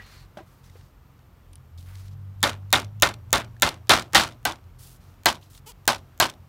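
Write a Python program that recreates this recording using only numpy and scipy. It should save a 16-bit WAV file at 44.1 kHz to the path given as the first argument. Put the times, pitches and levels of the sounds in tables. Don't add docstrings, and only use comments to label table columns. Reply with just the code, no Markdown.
import sys
import numpy as np
from scipy import signal
from scipy.fft import rfft, irfft, next_fast_len
from scipy.io import wavfile
from scipy.ndimage import uniform_filter1d

SR = 44100
rng = np.random.default_rng(int(sys.argv[2]) if len(sys.argv) > 2 else 0)


def elevation(decibels):
    levels = np.asarray(decibels, float)
    return 10 ** (levels / 20)


def generate_wav(sig):
    pcm = np.round(np.clip(np.atleast_2d(sig).T, -1, 1) * 32767).astype(np.int16)
    wavfile.write(sys.argv[1], SR, pcm)


N = 285768
TURNED_S = 4.4


def noise(count):
    return rng.standard_normal(count)


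def evened(x):
    return x / np.sqrt(np.mean(x ** 2) + 1e-20)


def add(mix, s, sound):
    part = mix[max(round(s * SR), 0):][:len(sound)]
    part += sound[:len(part)]


def coloured(x, points):
    size = next_fast_len(len(x))
    f, db = np.transpose(points)
    bins = np.log(np.fft.rfftfreq(size, 1 / SR) + 1)
    gain = elevation(np.interp(bins, np.log(f + 1), db))
    return irfft(rfft(x, size) * gain, size)[:len(x)]


def resonate(x, hz, width):
    return signal.lfilter(*signal.iirpeak(min(hz, .45 * SR), max(hz / width, .3), SR), x)


def low_part(x, hz):
    return signal.sosfilt(signal.butter(2, hz, fs=SR, output="sos"), x)


def wander(count, *sizes):
    x = noise(count)
    for size in sizes:
        x = uniform_filter1d(x, size)
    return evened(x)


def drift(per_s):
    return wander(N, int(SR / per_s), int(SR / per_s))


def ring(modes, t, widen=1):
    sound = np.zeros(len(t))
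    for hz, width, db in modes:
        level_off, pitch_off, phase = rng.standard_normal(3)
        decay = np.exp(-np.pi * width * widen * t)
        swing = np.sin(2 * np.pi * hz * (1 + .012 * pitch_off) * t + phase)
        sound += elevation(db + 2 * level_off) * decay * swing
    return sound


def contact(db, hz, sharp):
    # f/Hz, level/dB per Hz
    scratch_colour = [(300, -22), (1500, -9), (3500, 0), (6000, -5), (10000, -13), (15000, -21),
                      (17000, -30)]
    t = np.arange(900) / SR
    sharp = np.clip(sharp, 0, 1)
    rise = t * hz / 2.0
    cycles = np.sin(2 * np.pi * hz * t) * rise * np.exp(1 - rise)
    burst = (t / .0022) ** 2 * np.exp(2 - 2 * t / .0022)
    scratch = evened(coloured(noise(len(t)), scratch_colour)) * burst
    return elevation(db + 3) * ((1 - sharp) * cycles + sharp * scratch)


def yard():
    # f/Hz, level/dB per Hz
    traffic = [(15, -35.5), (36, -2.5), (106, -4.5), (188, -14.5), (267, -15.5), (324, -19), (558, -22.5),
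               (1020, -23), (1200, -22), (1660, -29), (3020, -33.5), (3460, -36), (10300, -44.5),
               (14300, -41), (16800, -49.5)]
    # f/Hz, width/Hz, level/dB
    whines = [
        (12940, 60, -82),
        (14400, 250, -79),
    ]
    sound = elevation(-54 + .6 * drift(2.0)) * evened(coloured(noise(N), traffic))
    for hz, width, db in whines:
        sound += elevation(db) * evened(resonate(noise(N), hz, width))
    return sound


def idling_motor():
    # multiple of the turning rate, level/dB
    idle_orders = [(2, -59), (3, -72.5), (4, -56), (5, -67.5), (6, -60), (7, -76), (8, -73)]
    idle_hz = 22.5
    turn = 2 * np.pi * np.cumsum(idle_hz * (1 + 0.03 * drift(3.3))) / SR
    return np.sqrt(2) * sum(elevation(db + 6.0 * drift(16)) * np.cos(k * turn) for k, db in idle_orders)


def rub(start, length, db, fizz_db, body_db):
    # f/Hz, width/Hz
    rub_bands = [
        (4260, 5700),
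        (9300, 12500),
        (1700, 3060),
    ]
    t = np.arange(start, start + length, 1 / SR)
    slips = noise(len(t)) * elevation(2.2 * rng.exponential(1, len(t)))
    rasp, fizz, body = (evened(resonate(resonate(slips, *b), *b)) for b in rub_bands)
    pressure_db = np.interp((t - start) / length, [0, .29, .73, 1], [-3.5, 0, -4.5, -14])
    grip_db = 1.3 * wander(len(t), 500)
    sound = rasp + elevation(fizz_db) * fizz + elevation(body_db) * body
    return elevation(db + pressure_db + grip_db) * sound * signal.windows.tukey(len(t), .15)


def rubs(work):
    # start t/s, length t/s, level/dB, fizz level/dB, body level/dB
    strokes = [(0, 0.078, -65.5, 1, 14), (0.051, 0.22, -59, -3.5, 5.5), (0.37, 0.023, -56.5, -4, 4.5),
               (0.387, .06, -70, -9, 1), (0.452, 0.2, -70.5, 2, -2), (.63, 0.09, -62, -5, -1),
               (0.704, 0.22, -65, -4, -3), (1.774, .05, -56, -2, -16), (1.806, .07, -64, 1, -13),
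               (1.853, 0.13, -62.5, 3, 7), (1.939, 0.17, -58.5, -2, -1), (2.105, .05, -65, -8, -4),
               (4.782, 0.2, -58.5, 7.5, -11), (5.0, 0.17, -65.5, -3, -2), (5.406, 0.094, -62.5, -3, -18),
               (5.497, 0.069, -66, 9, -9), (5.538, 0.063, -58, 1.5, -15)]
    for start, *settings in strokes:
        add(work, start, rub(start, *settings))


def rub_sing():
    size = int(.27 * SR)
    song = evened(resonate(noise(size), 4250, 220))
    return elevation(-60) * song * signal.windows.tukey(size, .4)


def bump(db, modes):
    t = np.arange(SR // 8) / SR
    grit = .7 * low_part(noise(len(t)), 2000) * np.exp(-t / .02)
    return elevation(db) * (ring(modes, t) + grit) * (1 - np.exp(-t / 0.00037))


def bumps(work):
    bump_s = [0, .3715, .386, .755, .404]
    bump_db = [-37, -32, -35.5, -42, -42.5]
    # f/Hz, width/Hz, level/dB
    bump_modes = [
        [(1656, 73, 3), (1880, 24, -2)],
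        [(197, 57, -1), (340, 75, -3), (590, 26, -4), (890, 55, -9), (1480, 100, -6), (2240, 81, -19),
         (3200, 57, -15)],
        [(354, 25, -6), (590, 36, -4.5), (753, 35, -0.5), (1400, 99, -2), (1600, 49, -6)],
        [(470, 74, 2)],
        [(340, 36, 7.5), (636, 20, -1), (1000, 38, -1)],
    ]
    for s, db, modes in zip(bump_s, bump_db, bump_modes):
        add(work, s, bump(db, modes))


def touches(work):
    # t/s, peak level/dB, ring f/Hz, sharp share 0-1
    light_touches = [(0.6392, -60, 4450, 0.4), (0.6967, -50.5, 2060, 0.36), (0.8093, -55, 1850, 0.55),
                     (1.19, -58, 1520, 0.34), (1.5316, -42, 9400, 0.23), (1.5557, -35.5, 9600, 0.1),
                     (1.5794, -69, 1520, 1), (1.7833, -49, 3760, 0), (1.953, -44.5, 2060, 0.5),
                     (2.081, -50, 4260, 0.43), (3.5655, -48, 1720, 0.15), (4.6392, -63, 1600, 0.7),
                     (4.9597, -61.5, 1700, 0.55), (5.1388, -62, 1500, 0.66), (5.4124, -59, 5000, 0.7),
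                     (5.5041, -61, 1540, 0.77), (5.5326, -45, 7320, 0.2), (5.5494, -44, 3610, 0.4),
                     (5.5762, -41.5, 8270, 0.33), (5.7185, -48.5, 5020, 0.4)]
    for s, *settings in light_touches:
        add(work, s, contact(*settings))


def far_engine():
    # t/s, firing f/Hz, level/dB
    revs = [
        (1.55, 69.3, -60),
        (1.811, 87.3, -46.5),
        (2.0, 96.4, -44),
        (2.599, 97, -40),
        (3.03, 105.3, -41),
        (3.12, 110.1, -45),
        (3.4, 113.9, -47.5),
        (4.402, 114.5, -56),
        (4.85, 119.7, -69),
    ]
    # multiple of the firing rate, level/dB
    engine_orders = [(.5, -19.5), (1, 3.5), (1.5, -13), (2, -18.5)]
    t = np.arange(N) / SR
    s, hz, db = np.transpose(revs)
    turn = 2 * np.pi * np.cumsum(np.interp(t, s, hz) * (1 + 0.0015 * drift(6))) / SR
    level_db = np.interp(t, s, db, left=-120, right=-120) + 2.0 * drift(26)
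    return np.sqrt(2) * sum(elevation(level_db + d) * np.cos(k * turn) for k, d in engine_orders)


def steel_tick(t):
    # f/Hz, width/Hz, level/dB
    hammer_face = [(6950, 750, -2.5), (9700, 8700, -9), (13200, 3800, -13), (4130, 1200, -16.5)]
    # f/Hz, t60 t/s, level/dB under the tick
    head_ring = [(5665, .45, -63), (5700, .3, -66)]
    tick = ring(hammer_face, t) + .5 * noise(len(t)) * np.exp(-t / .0011)
    tick = tick / abs(tick).max()
    return tick + sum(elevation(db - 60 * t / t60) * np.sin(2 * np.pi * hz * t) for hz, t60, db in head_ring)


def wood_knock(t, wood):
    # f/Hz, width/Hz, level/dB
    thump = [(738, 110, -1), (1330, 620, -4)]
    knock = ring(wood, t, widen=3.0) + 1.8 * ring(thump, t)
    knock = knock * (1 - np.exp(-(t / 0.003) ** 2))
    return knock / np.std(knock[:400])


def mesh_chatter(t, wood, length, treble_db):
    # f/Hz, level/dB per Hz
    chatter_colour = [(35, -34), (60, 1.5), (366, -4), (464, -10), (586, -1), (1110, -2.5), (1650, -5.5),
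                      (1810, -7), (2290, -6.5), (3580, -5.5), (4860, -9), (11000, -22), (15400, -32),
                      (16500, -34)]
    clump_db = np.minimum(1.5 + 25 * t, 3.5) * wander(len(t), 110, 70)
    grains = noise(len(t)) * elevation(0.35 * rng.exponential(1, len(t)))
    body = evened(coloured(grains, chatter_colour))
    woody = sum(elevation(db) * resonate(body, hz, 1.7 * width) for hz, width, db in wood)
    body = evened(body + 0.6 * woody)
    below = low_part(body, 2900)
    table = low_part(below, 720)
    age = t / max(length, .02)
    table_env = elevation(-32 * age) * (1 - np.exp(-t / .014))
    middle_env = elevation(-42 * age ** 1.295 + 0.77 * clump_db) * (1 - np.exp(-t / 0.004))
    treble_env = elevation(treble_db - 41.2 * (1.16 * age) ** 1.214 + clump_db) * (1 - np.exp(-t / 0.00047))
    chatter = table * table_env + (below - table) * middle_env + (body - below) * treble_env
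    return chatter * signal.windows.tukey(2 * len(t), .2)[len(t):]


def blow(s, tick_db, knock_db, chatter_db, length):
    # f/Hz, width/Hz, level/dB
    frame_modes = [(348, 15, -5), (1140, 240, -8.5), (1390, 68, 2.5), (1550, 33, -1.5), (1818, 11, 3.5),
                   (2103, 4.2, -3), (2340, 39, -2), (3200, 31, -19), (3610, 150, -6), (4050, 45, -5)]
    # f/Hz, width/Hz, level/dB
    turned_modes = [(345, 110, -1.5), (930, 160, 1), (1050, 210, -4), (1500, 34, 2), (1604, 11, -7),
                    (1970, 19, -9.5), (2290, 30, -11.5), (3010, 47, -7), (3490, 51, -11), (4030, 45, -6),
                    (4220, 37, -2), (5230, 60, -21)]
    wood = frame_modes if s < TURNED_S else turned_modes
    t = np.arange(SR // 2) / SR
    sound = elevation(tick_db) * steel_tick(t) + elevation(knock_db - 7) * wood_knock(t, wood)
    treble_db = 5.5 + 0.4864 * knock_db
    add(sound, 0, elevation(chatter_db) * mesh_chatter(t[:SR // 4], wood, length, treble_db))
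    return sound


def hops(work, s, chatter_db, count=3):
    for i in range(1, count + 1):
        age = .022 * (i + .15 * rng.uniform(-1, 1))
        add(work, s + age, contact(chatter_db - 9 - 210 * age, rng.uniform(2900, 4800), 1))


def hammering(work):
    # t/s, tick peak level/dB, knock level/dB, chatter level/dB, chatter length t/s
    blows = [(2.4294, 2.5, -16.5, -14, 0.15), (2.7280, 7.5, -15.5, -12.5, 0.14),
             (3.0230, 8, -15.5, -12, 0.14), (3.3294, 6, -20, -14, 0.15), (3.622, 7, -14, -14, .16),
             (3.8946, 2, -10.5, -8.5, 0.17), (4.1333, -15.5, -26.5, -23, .093),
             (4.1478, 0, -7.5, -10, 0.18), (4.4526, -1.5, -14.5, -20.5, .14), (5.2580, 6.5, -7, -14.5, .13),
             (5.8780, 5.5, -9, -15, .13), (6.2007, 5, -8.5, -14, .14)]
    rebounds = [-5.5, -4, -4, -11.5, -5.5, -2.5, -40, -25, -30, -7.5, -14, -9.5]
    for (s, tick_db, knock_db, chatter_db, length), rebound_db in zip(blows, rebounds):
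        add(work, s, blow(s, tick_db, knock_db, chatter_db, length))
        rebound_hz = 3660 if s < TURNED_S else 4230
        add(work, s + .0088, contact(rebound_db, rebound_hz, .15))
        hops(work, s, chatter_db)


def bounces(work):
    # t/s, level/dB, ring f/Hz
    drops = [(2.4933, -29.5, 5370), (2.5298, -46, 2950), (2.7566, -9.5, 3610), (2.798, -32, 4570),
             (2.8185, -42, 2840), (2.8443, -44.5, 4050), (3.088, -39, 4350), (3.1382, -40.5, 4100),
             (3.3558, -16, 4220), (3.378, -26, 4430), (3.4447, -49.5, 3840), (3.655, -33, 3670),
             (3.6883, -24, 3010), (3.7409, -45.5, 2980), (3.9943, -27.5, 4000), (4.0207, -36.5, 4280),
             (4.0593, -63, 3790), (4.1741, -16, 3470), (4.2345, -26, 4820), (4.2748, -38, 5340),
             (4.3213, -52.5, 4570), (4.5202, -37.5, 3100), (4.556, -51.5, 3720), (5.2873, -12.5, 3130),
             (5.352, -44, 6070), (5.9453, -36.5, 4130), (5.9807, -50, 3960), (6.228, -13, 3050),
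             (6.2971, -33.5, 4400), (6.3364, -52, 3010)]
    for s, db, hz in drops:
        add(work, s, contact(db, hz, min(.25 - .04 * (db + 13.5), .85)))


def chirp():
    length_s, from_hz, to_hz = .012, 2500, 5800
    t = np.arange(0, length_s, 1 / SR)
    share = t / length_s
    hz = from_hz + (to_hz - from_hz) * share ** 1.5
    return elevation(-48 - 6 * share) * np.sin(np.pi * share) * np.sin(2 * np.pi * np.cumsum(hz) / SR)


def zipper():
    # t/s, cell rate f/Hz, level/dB
    finger_run = [
        (5.660, 445, -60),
        (5.664, 435, -49),
        (5.676, 424, -42),
        (5.686, 465, -46),
        (5.695, 495, -43),
        (5.706, 480, -46),
        (5.713, 430, -50),
        (5.721, 330, -51),
    ]
    # f/Hz, width/Hz, level/dB
    panel_modes = [(437, 89, -16), (960, 480, -8), (3220, 470, -8.5), (5000, 900, -16), (7800, 1300, -9),
                   (12000, 6400, 0.5)]
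    s, per_s, db = np.transpose(finger_run)
    t = np.arange(s[0], s[-1], 1 / SR)
    cells = np.cumsum(np.interp(t, s, per_s) * (1 + .017 * wander(len(t), 60))) / SR
    clicks = evened(sum(np.cos(2 * np.pi * k * cells) * .9 ** k for k in range(1, 30)))
    clicks += .22 * np.diff(noise(len(t) + 1)) * (.5 + np.exp(-(cells % 1) / .3))
    panel = sum(elevation(d) * resonate(clicks, hz, width) for hz, width, d in panel_modes)
    return s[0], elevation(np.interp(t, s, db)) * evened(panel)


def scene():
    work = yard() + idling_motor()
    rubs(work)
    add(work, 0, rub_sing())
    bumps(work)
    touches(work)
    work += far_engine()
    hammering(work)
    bounces(work)
    add(work, 5.424, chirp())
    add(work, *zipper())
    return work[None]


def low_pass(x):
    return signal.sosfilt(signal.butter(12, 17110, fs=SR, output="sos"), x)


def record(dry):
    x = signal.sosfilt(signal.butter(4, 40, "high", fs=SR, output="sos"), dry)
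    now = uniform_filter1d(x ** 2, size=88) + 1e-12
    before = np.roll(uniform_filter1d(x ** 2, size=300), 230, axis=1)
    attack = x * np.clip(1 - 1.7 * before / now, 0, 1)
    x = x + elevation(-42) * np.roll(attack, -1024, axis=1) + elevation(-49) * np.roll(attack, -512, axis=1)
    x = .9 * np.tanh(x)
    edge = signal.firwin(601, 15900, fs=SR)[None]
    attack_edge = signal.firwin(601, 16800, fs=SR)[None]
    passed = elevation(-16) * attack
    mix = signal.oaconvolve(x - passed, edge, "same") + signal.oaconvolve(passed, attack_edge, "same")
    return low_pass(mix)


dry = scene()
out = record(dry)
generate_wav(out)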